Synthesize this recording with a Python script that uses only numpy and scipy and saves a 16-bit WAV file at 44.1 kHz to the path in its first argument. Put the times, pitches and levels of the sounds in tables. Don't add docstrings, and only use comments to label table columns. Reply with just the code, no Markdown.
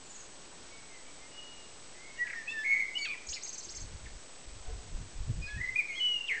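import sys
import numpy as np
from scipy import signal
from scipy.fft import rfft, irfft
from scipy.io import wavfile
from scipy.ndimage import uniform_filter1d, map_coordinates

SR = 44100
rng = np.random.default_rng(int(sys.argv[2]) if len(sys.argv) > 2 else 0)


def elevation(decibels):
    levels = np.asarray(decibels, float)
    return 10 ** (levels / 20)


def wav_out(sig):
    wavfile.write(sys.argv[1], SR, np.round(np.clip(np.atleast_2d(sig).T, -1, 1) * 32767).astype(np.int16))


N = 282240


def unit(x):
    return x / np.sqrt(np.mean(x ** 2) + 1e-20)


def along(points, hz):
    f, v = np.transpose(points)
    return np.interp(np.log(hz + 1), np.log(f + 1), v)


def wobble(rate_hz):
    knots = rng.standard_normal(int(N * rate_hz / SR) + 4)
    return map_coordinates(knots, [np.arange(N) * rate_hz / SR])


def noise(spectrum):
    hz = np.fft.rfftfreq(N, 1 / SR)
    white = rfft(rng.standard_normal(N))
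    return unit(irfft(white * elevation(along(spectrum, hz)), N))


def shaped(row, shape, scoop=1):
    s, length_s, from_hz, to_hz, peak_db = row
    bend = [scoop] + [1] * (len(shape) - 2) + [scoop]
    return [(s + u * length_s, b * (from_hz + g * (to_hz - from_hz)), peak_db + d)
            for (u, g, d), b in zip(shape, bend)]


def sing(out, rows, partials, warble_hz=0, depth_hz=0):
    s, hz, db = np.transpose(sorted(rows))
    first = max(int(s[0] * SR), 0)
    t = np.arange(first, min(int(s[-1] * SR), N)) / SR
    pitch_hz = uniform_filter1d(np.interp(t, s, hz), size=130, mode="nearest")
    drift = np.cumsum(rng.standard_normal(SR // 2))[:len(t)] * .055
    beat = 2 * np.pi * warble_hz * t + drift
    pitch_hz = pitch_hz + depth_hz * np.sin(beat)
    pulse = 1 + min(.004 * depth_hz, .6) * np.cos(beat)
    phase = 2 * np.pi * (np.cumsum(pitch_hz) / SR + rng.random())
    edge = np.clip(np.minimum(t - t[0], t[-1] - t) / 0.0021, 0, 1)
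    tone = sum(elevation(level_db) * np.sin(k * phase) for k, level_db in partials)
    out[first:first + len(t)] += np.sqrt(2) * elevation(np.interp(t, s, db)) * edge * pulse * tone


def distant(notes, warble_hz, depth_hz):
    out = np.zeros(N)
    for rows in notes:
        sing(out, rows, [(1, -1.5)], warble_hz, depth_hz)
    return out * elevation(1.6 * wobble(40))


# (t/s, length/s, f from/Hz, f to/Hz, level/dB)
TRILL_NOTES = [(.04, 0.041, 7590, 7060, -52), (0.082, .05, 7850, 6850, -50),
               (0.131, 0.053, 7860, 6480, -48), (.18, .05, 7640, 6400, -50), (0.231, .03, 6900, 6540, -59),
               (.04, 0.037, 4500, 4300, -64.5), (0.139, .04, 4470, 4200, -65)]
# (share of length, share of glide, level/dB)
VEE_SHAPE = [(0, 0, -12), (.3, .6, -5), (.58, 1, 0), (.8, .6, -2), (1, .05, -8)]


def distant_trill():
    return distant([shaped(row, VEE_SHAPE) for row in TRILL_NOTES], warble_hz=240, depth_hz=120)


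# (f/Hz, density/dB per Hz)
AIR_SPECTRUM = [(10, 4), (60, -7.5), (150, -8.5), (400, -5), (800, -9.5), (1500, -14), (4000, -16.5),
                (8000, -16.5)]


def air():
    return elevation(-54 + .4 * wobble(3)) * noise(AIR_SPECTRUM)


def whine(t):
    line_hz, frame_hz = 15734.27, 29.97
    flips = np.sin(np.pi * frame_hz * (t - .0236))
    return elevation(-54.5) * np.tanh(6 * flips) * np.sin(np.pi * line_hz * t)


# (delay/s, level/dB)
ECHO_PATHS = [(.0078, -12), (.0092, -15), (.0165, -18), (.031, -19)]
# (f/Hz, level/dB)
BOUGH_COLOUR = [(1500, -3), (3500, -3), (4400, 13), (5300, 5), (7000, 2)]
# (f/Hz, t60/s)
HAZE_T60 = [(500, .5), (2200, .6), (3500, .45), (6500, .3), (9000, .2)]


def trees(x, haze_db, echo_db):
    t = np.arange(SR) / SR
    echoes = np.zeros(SR)
    for delay_s, db in ECHO_PATHS:
        echoes[int(delay_s * SR)] = elevation(db + echo_db)
    echoes = irfft(rfft(echoes) * elevation(along(BOUGH_COLOUR, np.arange(SR // 2 + 1))), SR)
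    hz, frame_s, z = signal.stft(rng.standard_normal((2, SR)), SR, nperseg=256)
    decay = elevation(-60 * frame_s / along(HAZE_T60, hz)[:, None])
    haze = signal.istft(z * decay, SR, nperseg=256)[1][:, :SR]
    haze = haze * (1 - np.exp(-t / .008))
    haze = haze / np.linalg.norm(haze)
    x = x + signal.fftconvolve(x, echoes)[:N]
    haze = signal.fftconvolve(x[None], haze, axes=1)[:, :N]
    sway = 1.6 * wobble(40)
    haze = np.sqrt(2) * (np.cos(sway) * haze[0] + np.sin(sway) * haze[1])
    return x + elevation(haze_db) * haze


# (t/s, length/s, f from/Hz, f to/Hz, level/dB)
FAR_CALLS = [(0.701, .13, 2251, 2197, -56), (0.879, .13, 2127, 2017, -58), (1.051, .1, 3010, 3040, -63.5),
             (1.049, .11, 2296, 2230, -60.5), (1.201, 0.12, 2087, 2135, -57.5),
             (2.019, .16, 2063, 2100, -60), (0.93, .1, 2010, 1970, -62), (6.075, .1, 2120, 2105, -55)]
# (t/s, length/s, f from/Hz, f to/Hz, level/dB)
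FAR_HOOTS = [(4.652, .07, 715, 735, -51), (4.68, .06, 447, 435, -50.5), (6.3, .1, 447, 435, -55.5),
             (4.645, .045, 645, 642, -55.5), (4.66, .05, 885, 970, -63), (4.64, 0.12, 1492, 1498, -63.5),
             (3.668, .022, 374, 330, -52)]
# (t/s, f/Hz, level/dB)
FAR_WHISTLES = [
    [(1.28, 2868, -68), (1.33, 2880, -58), (1.39, 2890, -49.5), (1.44, 2885, -55), (1.52, 2879, -56),
     (1.58, 2850, -61), (1.64, 2830, -62), (1.7, 2850, -71)],
    [(1.92, 1943, -71.5), (2.0, 2059, -57.5), (2.06, 2197, -57), (2.15, 2195, -60.5), (2.24, 2182, -65.5)],
]
# (share of length, share of glide, level/dB)
FAR_SHAPE = [(0, 0, -13), (.2, 0.11, -0.5), (0.601, .5, -5), (1, 1, -15.5)]


def distant_calls():
    short = [shaped(row, FAR_SHAPE) for row in FAR_CALLS + FAR_HOOTS]
    return distant(short + FAR_WHISTLES, warble_hz=45, depth_hz=18)


SCOOP = .94
# (share of length, share of glide, level/dB)
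FADE_SHAPE = [(0, 0, -18), (.18, 0.05, 0), (.5, 0.47, -2), (.85, .9, -6), (1, 1, -14)]
# (t/s, length/s, f from/Hz, f to/Hz, level/dB)
REEDY_NOTES = [(2.47, .065, 860, 905, -34.5), (2.53, .09, 897, 880, -56.5), (5.465, .12, 835, 855, -52),
               (2.17, 0.033, 960, 930, -54.5), (2.372, .048, 900, 880, -59.5)]
# (multiple, level/dB)
REED_PARTIALS = [(3, -1), (4, -12), (5, -29.5), (6, -22.5), (8, -25.5)]


def reedy_voice(out):
    opens_s = .014
    for s, length_s, from_hz, to_hz, db in REEDY_NOTES:
        whole = (s, length_s, from_hz, to_hz, db)
        late = (s + opens_s, length_s - opens_s, from_hz, to_hz, db)
        sing(out, shaped(whole, FADE_SHAPE, SCOOP), REED_PARTIALS[:1], 90, 9)
        sing(out, shaped(late, FADE_SHAPE, SCOOP), REED_PARTIALS[1:], 90, 12)


# (t/s, f/Hz, level/dB)
FIRST_PHRASE = [
    [(2.5, 1790, -56), (2.53, 1825, -44.5), (2.56, 1788, -38), (2.585, 1745, -34.5), (2.62, 1735, -36.5),
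     (2.632, 1690, -57.5)],
    [(2.638, 2150, -47), (2.651, 2193, -34), (2.673, 2196, -36), (2.715, 2203, -29), (2.74, 2197, -29.5),
     (2.773, 2218, -35), (2.803, 2190, -31.5), (2.825, 2160, -36), (2.845, 2140, -48)],
    [(2.975, 2150, -50), (2.987, 2290, -39), (3.003, 2290, -43), (3.02, 2240, -34), (3.04, 2250, -40),
     (3.049, 2270, -36), (3.058, 1700, -47), (3.078, 1230, -57), (3.165, 990, -65)],
    [(3.04, 2855, -58.5), (3.055, 2652, -36.5), (3.08, 2440, -42), (3.11, 2417, -35), (3.132, 2357, -40.5),
     (3.143, 2060, -42.5), (3.155, 1820, -55)],
    [(3.329, 2750, -50), (3.334, 3500, -41), (3.34, 5210, -37), (3.349, 5436, -43.5), (3.358, 2530, -53),
     (3.37, 2400, -44), (3.386, 2200, -54)],
    [(2.633, 1900, -44), (2.64, 2060, -42), (2.672, 2073, -41), (2.7, 2010, -46), (2.746, 2032, -35),
     (2.794, 2040, -40), (2.83, 2069, -35), (2.846, 2050, -46)],
    [(2.942, 2700, -58), (2.951, 2800, -48), (2.956, 2880, -33), (2.977, 2990, -32), (2.982, 3000, -44)],
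]
# (t/s, f/Hz, level/dB)
SECOND_PHRASE = [
    [(5.6, 1892, -44), (5.617, 2026, -30), (5.628, 1925, -41), (5.638, 2030, -33), (5.664, 2010, -34),
     (5.671, 1990, -48), (5.677, 2030, -38), (5.691, 2060, -33), (5.715, 2110, -47)],
    [(5.746, 1980, -50), (5.756, 2330, -42), (5.761, 2410, -25.5), (5.775, 2482, -36), (5.785, 2490, -34),
     (5.792, 2450, -21), (5.803, 2330, -28), (5.818, 1981, -46.5)],
    [(5.915, 2870, -60), (5.94, 2850, -52), (5.96, 3216, -46), (5.98, 3320, -38), (5.993, 3246, -43.5),
     (6.003, 3007, -32.5)],
    [(5.998, 3042, -40), (6.01, 2965, -29.5), (6.05, 2975, -29.5), (6.126, 2905, -30), (6.165, 2858, -30),
     (6.18, 2820, -43), (6.2, 2785, -42), (6.213, 2790, -36), (6.275, 2770, -50)],
    [(6.272, 3745, -52), (6.281, 3250, -44), (6.286, 2950, -32), (6.3, 2264, -31.5), (6.325, 2029, -29),
     (6.335, 1800, -38), (6.36, 1897, -37.5), (6.38, 1760, -39), (6.4, 1900, -46.5)],
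    [(5.885, 2258, -50), (5.905, 2189, -35), (5.915, 2145, -41), (5.961, 2136, -37), (5.973, 2116, -48),
     (5.985, 2093, -37), (6.001, 2122, -39), (6.015, 2026, -54)],
]
# (octave/dB, twelfth/dB, warble rate/Hz, warble depth/Hz)
LEAD_TIMBRE = [(-21.5, -27.5, 79, 7), (-36, -28, 115, 65), (-10, -15, 120, 14), (-30, -44, 110, 75),
               (-12, -36.5, 320, 150), (-36, -36, 130, 35), (-40, -42, 60, 6), (-37.5, -48, 90, 30),
               (-38, -42, 72, 8), (-30.5, -50, 60, 4.3), (-31, -57, 60, 3.3), (-37.5, -32.5, 170, 96),
               (-26, -22, 76, 15)]
# (t/s, length/s, f from/Hz, f to/Hz, level/dB)
OPENING_NOTE = [(2.175, .073, 1926, 1937, -29.5)]
HELD_NOTES = [(5.462, .113, 1681, 1702, -42.5), (5.57, .032, 1856, 1861, -41)]
FADING_NOTES = [(2.243, .057, 1744, 1614, -44), (2.343, .09, 1860, 1771, -41),
                (2.47, .04, 1743, 1753, -51.5)]
BRASSY_NOTES = [(5.414, .062, 2459, 2487, -42.5)]
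RATTLE_FALLS = [(2.267, .022, 2862, 1880, -40), (2.297, .022, 2773, 1870, -38),
                (2.326, .02, 2407, 1795, -37)]
QUICK_FALLS = [(3.044, .035, 5050, 2980, -44), (3.045, .016, 7290, 3600, -48.5),
               (3.048, .02, 3910, 2502, -46), (3.266, .014, 7620, 6413, -41.5),
               (3.281, .013, 7560, 6804, -43), (3.362, .022, 2647, 1983, -47.5),
               (4.05, .02, 4135, 1914, -51.5), (4.058, .018, 2213, 1720, -51),
               (5.478, .027, 2750, 2130, -50)]
# (share of length, share of glide, level/dB)
SWELL_SHAPE = [(0, 0, -27.5), (.25, .1, -11), (.65, .6, 0), (.88, .95, -3), (1, 0.98, -16)]
HOLD_SHAPE = [(0, 0, -20), (.2, .2, -4.5), (.5, .5, -1), (.85, .9, -0.5), (1, 1, -11.5)]
DROP_SHAPE = [(0, 0, -10), (.3, .65, -3), (.55, .9, 1), (1, 0.94, -14)]
# (octave/dB, twelfth/dB, warble rate/Hz, warble depth/Hz)
PURE, HUSKY, BRASS = (-44.5, -42, 60, 6), (-28, -24, 76, 22), (-12, -34.5, 59.5, 8)
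QUICK, ROUGH = (-40, -39.5, 250, 59), (-32, -38.5, 280, 219.5)


def whistles(out):
    notes = list(zip(FIRST_PHRASE + SECOND_PHRASE, LEAD_TIMBRE))
    for table, shape, scoop, voice in [(OPENING_NOTE, SWELL_SHAPE, SCOOP, PURE),
                                       (HELD_NOTES, HOLD_SHAPE, SCOOP, PURE),
                                       (FADING_NOTES, FADE_SHAPE, SCOOP, HUSKY),
                                       (BRASSY_NOTES, HOLD_SHAPE, 1, BRASS),
                                       (RATTLE_FALLS, DROP_SHAPE, 1, ROUGH),
                                       (QUICK_FALLS, DROP_SHAPE, 1, QUICK)]:
        notes += [(shaped(row, shape, scoop), voice) for row in table]
    for rows, (octave_db, twelfth_db, warble_hz, depth_hz) in notes:
        sing(out, rows, [(1, -1.0), (2, octave_db), (3, twelfth_db)], warble_hz, depth_hz)


# (t/s, length/s, f from/Hz, f to/Hz, level/dB)
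FLICK_NOTES = [(2.974, 0.016, 5180, 4900, -52.5), (2.98, .025, 6300, 7100, -53.5),
               (5.95, .05, 5300, 5300, -60.5), (5.485, .095, 3390, 3400, -60),
               (5.465, 0.026, 4120, 4230, -58), (3.33, .042, 7000, 6600, -46),
               (3.324, .012, 2700, 3100, -45.5), (2.64, .04, 2400, 2430, -48), (2.7, .07, 2420, 2360, -46),
               (3.07, .07, 3600, 3350, -55), (2.985, .012, 3900, 3300, -54), (3.458, .014, 2600, 1800, -56),
               (3.553, .012, 2600, 1900, -56), (3.735, .014, 2100, 2150, -57),
               (3.782, .012, 2050, 2050, -55)]


def flicks(out):
    for row in FLICK_NOTES:
        sing(out, shaped(row, FADE_SHAPE), [(1, 0)], 250, 70)


# (t/s, climb/s, hold/s, top f/Hz, level/dB)
TWITTER_NOTES = [(3.286, .011, .026, 6673, -40), (3.413, .019, .024, 6600, -42),
                 (3.472, .007, .02, 6490, -42.5), (3.524, .007, .018, 6490, -44.5),
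                 (3.574, .007, .019, 6430, -45), (3.626, .008, .021, 6475, -48),
                 (3.686, .016, .021, 6660, -46), (3.746, .006, .02, 6473, -46),
                 (3.795, .007, .022, 6480, -46)]
# (share of climb, share of hold, lag/s, f ratio to top, level/dB)
ARCH_SHAPE = [(0, 0, 0, .56, -11), (.5, 0, 0, .8, -6), (1, 0, 0, .95, -3), (1, .4, 0, .99, -3),
              (1, 1, 0, 1.0, -1), (1, 1, .004, .74, -6), (1, 1, .009, .55, -11)]
# (share of hold, f ratio to top, level/dB)
UPPER_SHAPE = [(-.15, 1.09, -12), (.15, 1.13, -1), (.5, 1.14, 0), (.85, 1.13, -2), (1.05, 1.09, -11)]


def twitters():
    out = np.zeros(N)
    upper_db = -49
    for s, climb_s, hold_s, top_hz, db in TWITTER_NOTES:
        arch = [(s + u * climb_s + v * hold_s + lag_s, ratio * top_hz, db + d)
                for u, v, lag_s, ratio, d in ARCH_SHAPE]
        upper = [(s + climb_s + u * hold_s, ratio * top_hz, upper_db + d) for u, ratio, d in UPPER_SHAPE]
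        sing(out, arch, [(1, 0)], 330, 110)
        sing(out, upper, [(1, 0)], 330, 40)
    return out * elevation(2.6 * wobble(220))


def blackbird():
    out = np.zeros(N)
    reedy_voice(out)
    whistles(out)
    flicks(out)
    return (out + twitters()) * elevation(1.1 * wobble(70))


# (peak t/s, width/s, buffet level/dB, sharpness/dB)
WIND_PUFFS = [(3.299, .015, -42.5, -19), (3.67, .03, -53.5, -14), (3.75, .04, -49, -27),
              (3.82, .05, -42, -4.5), (3.94, 0.032, -41.5, -14.5), (4.05, .035, -42.5, -9),
              (4.14, .03, -42, -17.5), (4.501, .04, -42, -19.5), (4.56, .02, -45, -9.5),
              (4.61, .02, -47.5, -30), (4.689, .035, -41.5, -26.5), (4.77, .05, -38.5, -13),
              (4.85, .04, -46.5, -6), (4.96, 0.043, -37.5, -5), (5.03, .04, -43.5, -5),
              (5.21, .045, -36.5, -14.5), (5.3, .04, -45.5, 0.5), (5.37, .04, -36.5, -4.5),
              (5.449, 0.032, -39.5, -7), (5.54, .035, -42.5, -10.5), (5.6, .05, -46.5, -1),
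              (5.7, .05, -53, -4.5), (5.96, .08, -64, -10.5)]
# (f/Hz, density/dB per Hz)
BUFFET_SPECTRUM = [(8, -6), (30, -0.5), (60, -3), (100, -17.5), (200, -40.5), (400, -95.5)]
SLAP_SPECTRUM = [(40, -40.5), (90, 2), (150, -6.5), (300, -23), (500, -31.5), (1200, -58.5)]


def wind():
    s, width_s, buffet_db, sharp_db = np.transpose(WIND_PUFFS)[:, :, None]
    bells = elevation(buffet_db) * np.exp(-((np.arange(N) / SR - s) / width_s) ** 2)
    lumps = wobble(16)
    buffet = unit(noise(BUFFET_SPECTRUM) * elevation(1.5 * lumps))
    slap = unit(noise(SLAP_SPECTRUM) * elevation(2.4 * lumps + 3 * wobble(35)))
    return bells.sum(0) * buffet + (bells * elevation(sharp_db)).sum(0) * slap


def scene():
    far = trees(distant_trill() + distant_calls(), haze_db=-5, echo_db=-4)
    near = trees(blackbird(), haze_db=-12, echo_db=0)
    return (far + air() + near + wind())[None]


def top_cut(x):
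    return signal.sosfilt(signal.butter(12, 9030, fs=SR, output="sos"), x)


def record(dry):
    rate_hz, top_hz, step = 16000, 9010, .00545
    count = N * rate_hz // SR
    x = signal.resample(dry[0], count) + whine(np.arange(count) / rate_hz)
    x = step * np.floor(x / step + .06)
    spectrum = np.fft.fft(x) * N / count
    hz = np.fft.rfftfreq(N, 1 / SR)
    mirrored = spectrum[np.arange(len(hz)) % count]
    slope = np.clip((hz - rate_hz / 2) / 1250, -1, 1)
    playback = .5 - .5 * np.sin(slope * np.pi / 2)
    wide = mirrored * playback * (hz < top_hz)
    return top_cut(irfft(wide, N)[None])


dry = scene()
out = record(dry)
wav_out(out)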